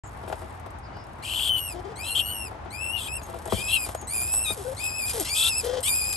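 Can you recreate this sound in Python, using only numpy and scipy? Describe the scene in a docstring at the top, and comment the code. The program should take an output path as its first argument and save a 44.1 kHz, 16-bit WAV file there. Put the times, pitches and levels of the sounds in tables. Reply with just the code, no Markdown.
"""A trapped rat squeals

A rat in a wire trap is lifted out of a cardboard box and set down on a gravel lane, to the left.
Its voice box gives eight squeals that break from a clean whistle into a rasp as it strains,
and its throat flaps in grunts as it draws air between them. Knocked cardboard and wire ring
briefly and straw rustles, over a few small birds and the distant rumble of the open country."""
import sys
import numpy as np
from scipy import signal
from scipy.fft import rfft, irfft
from scipy.io import wavfile
from scipy.ndimage import uniform_filter1d

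SR = 44100
rng = np.random.default_rng(int(sys.argv[2]) if len(sys.argv) > 2 else 0)


def store_wav(level_fs):
    """Save 16-bit WAV to argv[1]."""
    pcm = np.round(np.clip(np.atleast_2d(level_fs), -1, 1) * 32767)
    wavfile.write(sys.argv[1], SR, pcm.T.astype(np.int16))


N = 271656
TIME = np.arange(N) / SR
FREQS = np.arange(N // 2 + 1) * SR / N

# Tone of the distant rumble and breeze. Each row: frequency in Hz, relative level in dB.
COUNTRY_TONE = [(20, -28), (40, -11.5), (60, 3), (80, 3), (105, -0.5), (160, -11.5), (300, -13),
                (500, -14.5), (850, -7.5), (1300, -15.5), (2000, -22), (3200, -32.5), (6000, -41),
                (11000, -52.5), (12800, -87)]
# The open air comes more from the left. Each row: frequency in Hz, left minus right in dB.
COUNTRY_BALANCE = [(60, 2), (150, -0.5), (500, 3.5), (900, 2.5), (1400, 2.5), (5000, 3), (8500, 0)]
# How alike the open air is on both sides. 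Each row: frequency in Hz, likeness from 0 to 1.
COUNTRY_LIKENESS = [(100, 0.95), (200, 0.75), (400, 0.44), (800, 0), (3000, 0.13), (8000, 0)]
# Bird chirps. Each row: start and length in seconds, first and last pitch in Hz, level in dB,
# width of the buzz in Hz.
CHIRPS = [(0, 0.1, 7330, 6900, -50.5, 880), (0.827, 0.056, 5000, 4540, -56, 450),
          (0.876, 0.18, 2920, 2800, -59.5, 20), (0.93, 0.13, 4660, 5120, -56, 530),
          (3.22, 0.046, 6600, 6360, -46, 57), (3.96, 0.096, 6740, 6350, -44.5, 60),
          (4.033, 0.034, 6550, 6600, -52, 60), (4.105, 0.13, 6770, 6530, -48, 83)]
# Straw and mesh shift as the trap moves. Each row: start and length in seconds, level in dB.
SHUFFLES = [(.04, 0.47, -61.5), (0.246, 0.17, -60.5), (0.994, 0.28, -68), (1.66, 0.053, -52.5),
            (2.454, 0.025, -60), (3.2, 0.57, -53.5), (3.5, 0.053, -39.5), (3.834, 0.036, -42.5),
            (4.085, 0.29, -45), (4.468, 0.26, -46), (5.047, 0.21, -36), (5.58, 0.062, -42),
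            (5.895, 0.27, -44.5)]
# Tone of the rustle. Each row: frequency in Hz, relative level in dB.
STRAW_TONE = [(400, 3.5), (1200, -0.5), (2200, 2.5), (3200, 5), (5000, 6), (6300, 4), (8000, 10.5),
              (10000, 13), (11500, 12.5), (12700, -16), (13700, -21)]
# Knocks on the box. Each row: start in seconds, level in dB, ring time multiplier, bass boost in dB.
KNOCKS = [(0.235, -29.5, 1.5, 8), (0.277, -26.5, 1.1, 4), (.299, -23, 0.46, -11), (0.315, -29, 1.1, -1),
          (0.3261, -19.5, 0.61, -24), (.335, -28, 0.29, -16), (0.418, -28.5, 3.1, 12),
          (.662, -30, 0.54, -9), (0.968, -31, 0.18, -37), (2.5135, -32, 1.2, -13), (2.546, -34.5, 1.8, -11),
          (2.657, -30.5, 1.4, 3), (3.216, -30.5, 0.46, 4), (3.285, -28.5, 3.1, 3), (3.338, -27.5, 3.8, -1),
          (3.458, -27, 1.8, 4), (3.477, -24.5, 1.2, 5), (3.522, -12, 0.95, 13.5), (3.58, -29.5, 2.9, 26),
          (3.865, -31, 0.99, -24), (3.89, -24.5, 0.24, -29), (3.949, -18.5, 0.32, -58.5),
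          (4.024, -31, 0.96, 18), (4.216, -31, 0.26, -31), (4.338, -25.5, 0.43, -57),
          (4.503, -22.5, 1, 12.5)]
# Notes the box rings at. Each row: frequency in Hz, relative level in dB, ring time in seconds.
BOX_MODES = [(52, -16, 0.098), (103, -7.5, 0.065), (145, 1.5, 0.028), (194.4, -5, 0.068), (360, 7.5, 0.044),
             (485, -2, 0.02), (570.5, -3.5, 0.088), (655, 7, 0.068), (793, 6, 0.054), (930, 14, 0.016),
             (1113, 10.5, 0.012), (1360, 0, 0.068), (1660, -2, 0.035)]
# Tone of crunching cardboard. Each row: frequency in Hz, relative level in dB.
CRUNCH_TONE = [(150, -20), (500, 26.5), (1000, -20), (1800, 5.5), (3000, 3.5), (6000, -8), (11000, -17),
               (13500, -47)]
# Ticks on the wire. Each row: start in seconds, level in dB.
TICKS = [(0.2937, -43), (0.598, -43.5), (0.6609, -47), (0.705, -43), (0.786, -43.5), (0.9677, -56),
         (3.233, -36), (3.299, -36.5), (3.456, -28), (3.4754, -32), (3.5234, -42), (3.8886, -27.5),
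         (3.925, -41), (3.948, -25), (4.013, -32), (4.337, -19.5), (4.575, -29), (4.7214, -51),
         (5.0975, -21.5), (5.1623, -30), (5.1986, -14), (5.2078, -17.5), (5.6472, -28), (5.653, -27),
         (5.8052, -26.5), (6.0904, -26), (6.128, -18)]
# Notes the mesh rings at. Each row: frequency in Hz, relative level in dB, ring time in seconds.
WIRE_MODES = [(3010, -3, 0.045), (3820, -21, .035), (4030, -27, .025), (5050, -6, .03), (6220, 15, 0.0073),
              (7260, 18, 0.0099), (8560, 16.5, 0.043), (9370, 3, .025), (10100, 9, 0.03),
              (11350, 13, 0.062)]
# The squeals. Each row: start and end in seconds, base levels of the low, middle and treble bands
# in dB, treble swell in dB per second, hoarseness and throb from 0 to 1, left minus right in dB.
SQUEALS = [(1.22, 1.746, -36.5, -49, -38.5, 14, 0.06, 0.45, 6),
           (1.955, 2.494, -37, -49, -38, -1, .08, 0.52, 10),
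           (2.701, 3.209, -36.5, -52, -39.5, 3, 0.06, 0.33, 20),
           (3.494, 3.871, -30.5, -46, -30.5, 15, 0.17, 0.28, 10),
           (4.069, 4.552, -36.5, -48.5, -27, -6, 0.08, 0.4, 9),
           (4.765, 5.135, -33.5, -44, -33.5, 0, 0.15, 0.2, 22),
           (5.243, 5.623, -31, -36, -27, -8, 0.14, 0.24, 5),
           (5.826, 6.251, -30, -39, -25, -42, 0.13, 0.19, 22)]
# The pitch each squeal holds, one list per squeal. Each point: time in seconds, pitch in Hz.
HELD_PITCHES = [
    [(1.245, 2480), (1.33, 2790), (1.49, 3060), (1.56, 3050), (1.6, 2910), (1.675, 2810)],
    [(2.02, 2525), (2.1, 2800), (2.23, 2820), (2.322, 2965), (2.4, 2764), (2.445, 2740)],
    [(2.743, 2380), (2.83, 2690), (2.89, 2690), (2.955, 2900), (3.02, 2560), (3.09, 2520), (3.168, 2730)],
    [(3.6, 2450), (3.7, 2600), (3.747, 2806), (3.775, 2570), (3.84, 2460)],
    [(4.15, 2505), (4.19, 2400), (4.29, 2520), (4.342, 2625), (4.444, 2700), (4.479, 2440), (4.51, 2498)],
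    [(4.812, 2514), (4.862, 2565), (4.914, 2496), (4.99, 2590), (5.047, 2360), (5.078, 2540)],
    [(5.32, 2380), (5.4, 2620), (5.49, 2743), (5.541, 2514), (5.585, 2690)],
    [(5.889, 2466), (5.912, 2340), (5.96, 2530), (6.028, 2440), (6.1, 2525)],
]
# The strained voice turns rough. Each row: start, end and build-up in seconds; rasp, period doubling
# and undertone from 0 to 1; first and last screech pitch in Hz; low and treble boosts in dB.
BREAKS = [(1.215, 1.505, 0.032, 0.93, 0.06, 0, 2827, 3290, 2.5, 2.5),
          (1.56, 1.61, 0.028, 0.4, .08, 0, 3150, 3100, 5, 1),
          (2.025, 2.112, 0.052, 0.71, 0.24, 0.1, 3050, 3100, 0, 2),
          (2.1, 2.15, 0.0068, 0.09, 0.24, 0, 3150, 3200, 3.5, 5.5),
          (2.145, 2.218, 0.01, 1, 0.05, 0, 3230, 3130, 11, 4),
          (2.255, 2.33, 0.009, 0.14, 0.15, 0.01, 3100, 3100, 2, 2.5),
          (2.96, 3.092, 0.055, 0.94, 0.14, 0.44, 3464, 3150, 3, 2.5),
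          (3.495, 3.59, 0.0055, 0.89, 0.01, 0, 3363, 3127, 2, -3),
          (3.585, 3.63, 0.0096, 0.58, 0.13, 0.2, 3200, 3200, 0, -2),
          (3.675, 3.79, 0.019, 0.49, 0.1, 0, 3400, 2900, 4.5, 0.5),
          (4.44, 4.53, 0.036, .25, 0.57, .25, 3600, 3550, 16.5, -1),
          (5.235, 5.312, 0.015, 0.75, 0.22, 0.24, 2695, 2800, 6.5, -6),
          (5.335, 5.502, 0.035, 0.82, 0.07, 0.36, 3394, 3590, 7, 3),
          (5.82, 5.905, 0.015, 0.68, 0.38, 0.16, 3000, 3000, 8, -2)]
# The rat briefly pushes harder. Each row: start and end in seconds, low and treble boosts in dB.
SHRIEKS = [(1.314, 1.5, 2, -0.5), (1.491, 1.578, 7, -5.5), (2.196, 2.229, 7, 3), (2.807, 2.915, 6, 4),
           (2.927, 2.99, 8.5, -5.5), (3.071, 3.103, 8, 1), (3.115, 3.178, 3.5, 6.5), (3.728, 3.781, 6.5, 1),
           (4.14, 4.248, 2, 2), (4.317, 4.399, -1.5, 6), (4.831, 4.889, 4, 7), (4.981, 5.115, 4, 6),
           (5.418, 5.486, 1, -1.5), (5.576, 5.616, 1, 5)]
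# Overtones of the voice box. Each row: multiple of the pitch, relative level in dB.
OVERTONES = [(1, 0.5), (2, -6.5), (3, -1.5), (4, -2.5), (5, -13.5)]
# Extra tones when every second cycle is weaker, which is called period doubling.
# Each row: multiple of the pitch, relative level in dB.
DOUBLING_TONES = [(.5, -2), (1.5, 4), (2.5, 8), (3.5, 3), (4.5, -3)]
# Tone of rough airflow ringing in the throat. Each row: frequency in Hz, relative level in dB.
RASP_TONE = [(1200, -1.5), (2100, -18), (2600, -6), (3200, 1.5), (3700, -17.5), (4400, -1), (5200, -1.5),
             (6200, 6), (7200, 7.5), (8300, 9), (9300, -4.5), (11000, -1.5), (13000, -7.5)]
# How the throat shapes the voice. Each row: frequency in Hz, gain in dB.
THROAT_TONE = [(1000, -9), (2500, 4.5), (4000, 9.5), (5200, -5), (6300, -12), (7000, -3.5), (7900, 6.5),
               (9000, 14), (10200, 12), (11500, 16), (12500, 6.5), (13300, -8), (14000, -39)]
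# A throat peak and dip that the second overtone sweeps through.
# Each row: centre and width in Hz, gain in dB.
THROAT_PEAK_AND_DIP = [(4580, 740, 7.5), (6020, 360, -9)]
# Grunts. Each row: start and end in seconds, first and last pitch in Hz, level in dB,
# wheeze compared with the tone in dB.
GRUNTS = [(1.73, 1.815, 325.3, 386.4, -40, -10.5), (1.835, 1.945, 349, 459, -40.5, -12.5),
          (4.56, 4.635, 519, 352.2, -39.5, -12), (4.64, 4.742, 469.7, 574, -33.5, -24),
          (5.135, 5.235, 489.3, 331.7, -33, -9.5), (5.63, 5.812, 484, 515, -30.5, -5.5)]
# Tone of air drawn through the narrow throat. Each row: frequency in Hz, relative level in dB.
WHEEZE_TONE = [(200, -24), (500, 6.5), (900, -10), (1500, -15), (2000, -10.5), (2450, -35), (3100, -6),
               (3700, -15.5), (4500, -12.5), (6500, -18), (8000, -18.5), (11000, -23), (13500, -44)]
# Phase between a phone's two microphones. 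Each row: frequency in Hz, lead of the left in radians.
MIC_PHASE = [(100, 0), (500, .1), (900, -1.1), (1600, -.6), (2600, -.2), (3500, .5), (5100, 1), (6400, .2),
             (7600, 1.1), (8800, -.1), (10200, -3.1), (11900, -6.2), (13000, -6.9)]


def undb(db):
    """Turn decibels into a multiplier."""
    return 10 ** (np.asarray(db) / 20)


def unit(x):
    """Scale a signal to a typical size (rms) of 1."""
    return x / np.std(x)


def across(points):
    """Join (Hz, value) points into a curve over all frequencies."""
    hz, value = np.transpose(points)
    return np.interp(np.log(FREQS + 1), np.log(hz), value)


def colour(x, points):
    """Shape the tone of a sound with (Hz, dB) points."""
    return irfft(rfft(x) * undb(across(points)), N)


def noise(points):
    """Noise of size 1 with the given tone."""
    return unit(colour(rng.standard_normal(N), points))


def wander(hz):
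    """A random wobble of size 1, mostly slower than hz."""
    return unit(irfft(rfft(rng.standard_normal(N)) / (1 + (FREQS / hz) ** 4), N))


def steady(x, seconds=0.009):
    """Even out the level, keeping only faster flutter."""
    size = int(seconds * SR)
    power = uniform_filter1d(uniform_filter1d(x * x, size), size)
    return x / np.sqrt(np.abs(power) + 1e-12)


def pan(x, db):
    """Place a sound between the speakers; positive dB is to the left."""
    left, right = undb(db / 2), undb(-db / 2)
    return np.array([x * left, x * right]) / np.sqrt((left ** 2 + right ** 2) / 2)


def fade(t, t60):
    """Die away by 60 dB every t60 seconds (the ring time)."""
    return np.exp(-np.log(1000) * t / t60)


def ring(modes, t, stretch=1, build_cycles=0.01):
    """An object struck at a random spot; its notes build up over cycles, so low ones come later."""
    out = np.zeros(len(t))
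    for hz, db, t60 in modes:
        strength = undb(db) * rng.uniform(0.46, 1) * rng.choice([-1, 1])
        tone = np.sin(2 * np.pi * hz * rng.normal(1, 0.015) * t)
        rise_s = build_cycles / hz
        out += strength * tone * fade(np.abs(t - rise_s), t60 * stretch) * np.minimum(t / rise_s, 1)
    return out


def add(out, start, x, db):
    """Mix in a short sound at start seconds, peaking at db."""
    i = int(start * SR)
    out[i:i + len(x)] += (undb(db) * x / np.abs(x).max())[:N - i]


def current(rows):
    """Each column of an event table, held from one event's start to the next."""
    rows = np.array(rows)
    return rows[np.maximum(np.searchsorted(rows[:, 0], TIME) - 1, 0)].T


def envelope(start, end, attack, release):
    """Fade in, hold at 1, fade out; all times are in seconds."""
    return np.clip((TIME - start) / attack, 0, 1) * np.clip((end - TIME) / release, 0, 1)


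def glide(start, end, first, last):
    """A straight slide from one value to another."""
    return first + (last - first) * np.clip((TIME - start) / (end - start), 0, 1)


def country(level_db=-39.5, swell_db=-0.65):
    """Far traffic and breeze in bare trees; the bass is alike on both sides."""
    likeness = np.clip(across(COUNTRY_LIKENESS), 0, 1)
    shared = rfft(noise(COUNTRY_TONE)) * np.sqrt((1 + likeness) / 2)
    opposed = rfft(noise(COUNTRY_TONE)) * np.sqrt((1 - likeness) / 2)
    lean = undb(across(COUNTRY_BALANCE) / 2)
    air = irfft([(shared + opposed) * lean, (shared - opposed) / lean], N)
    return air * undb(level_db + swell_db * wander(10))


def birds(buzz_hz=400, arch=0.0243):
    """Small birds in the trees give thin chirps that arch in pitch, some of them buzzing."""
    out, buzz = np.zeros(N), wander(buzz_hz)
    for start, length, first_hz, last_hz, db, width_hz in CHIRPS:
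        t = TIME[:int(length * SR)]
        bow = np.sin(np.pi * t / length)
        hz = (first_hz + (last_hz - first_hz) * t / length) * (1 + arch * bow)
        hz += width_hz / 2 * buzz[int(start * SR):][:len(t)]
        add(out, start, np.sqrt(np.abs(bow)) * np.sin(2 * np.pi * np.cumsum(hz) / SR), db)
    return pan(out, db=2)


def straw(most_per_second=1300, spread_db=3.5, grain_t60=0.024, rest_db=-81, settle_t60=0.45):
    """Stalks snap and slide in tiny grains of noise, more of them when the trap moves hard."""
    motion = np.full(N, undb(rest_db))
    for start, length, db in SHUFFLES:
        rise = np.clip((TIME - start) / 0.032, 0, 1)
        motion += undb(db) * rise * fade(np.maximum(TIME - start - length, 0), settle_t60)
    rate = most_per_second * (motion / motion.max()) ** 0.48
    snaps = (rng.random(N) < rate / SR) * rng.choice([-1, 1], N)
    snaps = snaps * undb(spread_db * np.minimum(rng.exponential(size=N), 4))
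    power = signal.fftconvolve(snaps ** 2, fade(TIME[:SR // 50], grain_t60) ** 2)[:N]
    grains = np.sqrt(np.abs(power)) * rng.standard_normal(N)
    return pan(steady(colour(grains, STRAW_TONE), seconds=0.25) * motion, db=1.4)


def cardboard(crunch_gain=0.46, crunch_t60=0.1, bass_hz=300):
    """Each knock rings the box and crunches its board; heavy ones bring out its low notes."""
    out, t = np.zeros(N), TIME[:SR // 4]
    grit = noise(CRUNCH_TONE)
    for start, db, stretch, bass_db in KNOCKS:
        modes = [(hz, mode_db + bass_db / (1 + (hz / bass_hz) ** 4), t60)
                 for hz, mode_db, t60 in BOX_MODES]
        crunch = np.roll(grit, rng.integers(N))[:len(t)] * fade(t, crunch_t60 * stretch)
        body = ring(modes, t, stretch, build_cycles=2.1)
        add(out, start, unit(body) + crunch_gain * unit(crunch), db)
    return pan(out, db=7.2)


def wire(snap_gain=0.71, snap_t60=0.072):
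    """Handle, door and claws tick against the mesh and make it ring."""
    out, t = np.zeros(N), TIME[:SR // 8]
    grit = noise(STRAW_TONE)
    for start, db in TICKS:
        snap = np.roll(grit, rng.integers(N))[:len(t)] * fade(t, snap_t60)
        add(out, start, unit(ring(WIRE_MODES, t)) + snap_gain * unit(snap), db)
    return pan(out, db=1.8)


def squeal_pitch(first_hz=1955, last_hz=2300):
    """Each squeal scoops up to its held pitch and falls off at the end."""
    points = []
    for (start, end, *_), held in zip(SQUEALS, HELD_PITCHES):
        points += [(start, first_hz), *held, (end, last_hz)]
    return np.interp(TIME, *np.transpose(points))


def voice_box(hz, rasp, doubling, undertone, screech_hz, throb_depth, throb_hz=103):
    """The vocal folds make a throbbing whistle that gains in-between tones and rasps under strain."""
    waver = 0.0076 * wander(93.9)
    jitter = (0.0049 + 0.026 * rasp) * wander(515)
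    phase = 2 * np.pi * np.cumsum(hz * (1 + waver + jitter)) / SR
    whistle = unit(sum(undb(db + 3 * wander(96)) * np.sin(k * phase) for k, db in OVERTONES))
    between = doubling * sum(undb(db) * np.sin(k * phase) for k, db in DOUBLING_TONES)
    between += undertone * np.sin(phase / 2)
    throb_phase = 2 * np.pi * np.cumsum(throb_hz * (1 + 0.1208 * wander(15.3))) / SR
    throb = 1 + throb_depth * np.sin(throb_phase)
    # In a rasp the folds jump to a higher, unsteady screech, with very short spurts of air.
    screech = np.sin(2 * np.pi * np.cumsum(screech_hz + 170 * wander(382)) / SR)
    screech *= np.abs(1 + 0.51 * wander(130))
    air = unit(noise(RASP_TONE) * undb(1.5 * wander(115)))
    rough = unit(rasp * unit(screech) + air)
    return np.sqrt(1 - rasp ** 2) * whistle * throb + between + rasp * rough


def throat(source, edges_hz=(4300, 6800)):
    """The throat shapes the voice, giving low, middle and treble bands, each at an even level."""
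    voice = rfft(colour(source, THROAT_TONE))
    low, below_treble = (1 / (1 + (FREQS / edge) ** 20) for edge in edges_hz)
    return [steady(irfft(voice * band, N)) for band in (low, below_treble - low, 1 - below_treble)]


def squeals(easy_hz=2750, sag_db_per_s=13, catch_rasp=0.31, catch_s=0.049, rasp_pan_db=8.5):
    """Effort raises the rat's pitch and level together; breaks roughen the voice and shrieks lift it."""
    start, end, low_db, middle_db, treble_db, swell, hoarse, throb, pan_db = current(SQUEALS)
    (break_start, break_end, build, break_rasp, doubling, undertone,
     first_hz, last_hz, low_break_db, treble_break_db) = current(BREAKS)
    hz = squeal_pitch()
    broken = envelope(break_start, break_end, build, release=0.021)
    # The voice catches hoarsely before it settles on its note.
    hoarse = hoarse + catch_rasp * np.exp(-np.maximum(TIME - start, 0) / catch_s)
    rasp = np.clip(hoarse + broken * (break_rasp - hoarse), 0, 0.98)
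    screech_hz = glide(break_start, break_end, first_hz, last_hz)
    low, middle, treble = throat(voice_box(hz, rasp, broken * doubling, broken * undertone,
                                           screech_hz, throb))
    octaves_up = np.log2(hz / easy_hz)
    past_centre_s = np.clip(TIME, start, end) - (start + end) / 2
    sweep_db = sum(db * np.exp(-((2 * hz - centre) / width) ** 2)
                   for centre, width, db in THROAT_PEAK_AND_DIP)
    # Each band grows by its own dB per octave; the low one sags as the air runs out.
    low_db = low_db + 41.5 * octaves_up - sag_db_per_s * past_centre_s + broken * low_break_db
    middle_db = middle_db + 14 * octaves_up + rasp + (1 - rasp) * sweep_db
    treble_db = treble_db + 22 * octaves_up + swell * past_centre_s + broken * treble_break_db
    for begin, stop, low_boost_db, treble_boost_db in SHRIEKS:
        push = envelope(begin, stop, attack=0.0049, release=0.0098)
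        low_db += low_boost_db * push
        treble_db += treble_boost_db * push
    low_pan_db = pan_db + rasp * (rasp_pan_db - pan_db)
    bands = [(low, low_db, low_pan_db), (middle, middle_db, 5), (treble, treble_db, 0.5)]
    voice = sum(pan(band * undb(db + 0.4 * wander(18)), side_db) for band, db, side_db in bands)
    return voice * envelope(start, end, attack=0.0075, release=0.024)


def grunts(flap_hz=370, wobble=0.045, jitter=0.0515, flutter_db=1.5):
    """As the rat breathes in, its throat flaps slowly and unevenly, with a wheeze of air."""
    start, end, first_hz, last_hz, db, wheeze_db = current(GRUNTS)
    hz = glide(start, end, first_hz, last_hz)
    # Slower flaps are more uneven; they close harder and carry a stronger octave.
    uneven = (flap_hz / hz) ** 2 * (wobble * wander(40) + jitter * wander(167))
    octave = undb(-7) * 2 / (1 + (hz / flap_hz) ** 8)
    phase = 2 * np.pi * np.cumsum(hz * (1 + uneven)) / SR
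    tone = unit(np.sin(phase) + octave * np.sin(2 * phase) + undb(-22) * np.sin(3 * phase))
    wheeze = noise(WHEEZE_TONE) * (1 + 0.5 * np.sin(phase)) * undb(wheeze_db)
    loudness = undb(db + flutter_db * wander(60)) * envelope(start, end, attack=0.017, release=0.018)
    return (pan(tone, db=10) + pan(wheeze, db=5)) * loudness


def echoes(stereo, near_t60=0.059, trees_t60=0.32):
    """Box and ground scatter the sound at once; the trees return a faint, dull tail."""
    t = TIME[:SR // 2]
    out = []
    for channel in stereo:
        near, trees = (unit(rng.standard_normal(len(t)) * fade(t, t60)) / np.sqrt(len(t))
                       for t60 in (near_t60, trees_t60))
        echo = signal.fftconvolve(channel, undb(-13) * near + undb(-30) * trees)[:N]
        out.append(colour(echo, [(3000, 8.5), (10000, 0.5)]))
    return np.array(out)


def scene():
    """Rat, box, trap and birds in the open air."""
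    sources = squeals() + grunts() + cardboard() + wire() + straw() + birds()
    return sources + echoes(sources) + country()


def record(dry, silent_s=0.036, top_hz=13600):
    """A phone on the ground starts after a moment, shifts left and right in phase and cuts the top."""
    hz, radians = np.transpose(MIC_PHASE)
    turn = np.exp(0.5j * np.interp(FREQS, hz, radians))
    mics = irfft(rfft(dry) * np.array([turn, 1 / turn]), N) * (TIME > silent_s)
    return signal.sosfilt(signal.ellip(8, 0.2, 70, top_hz, fs=SR, output="sos"), mics)


dry = scene()
out = record(dry)
store_wav(out)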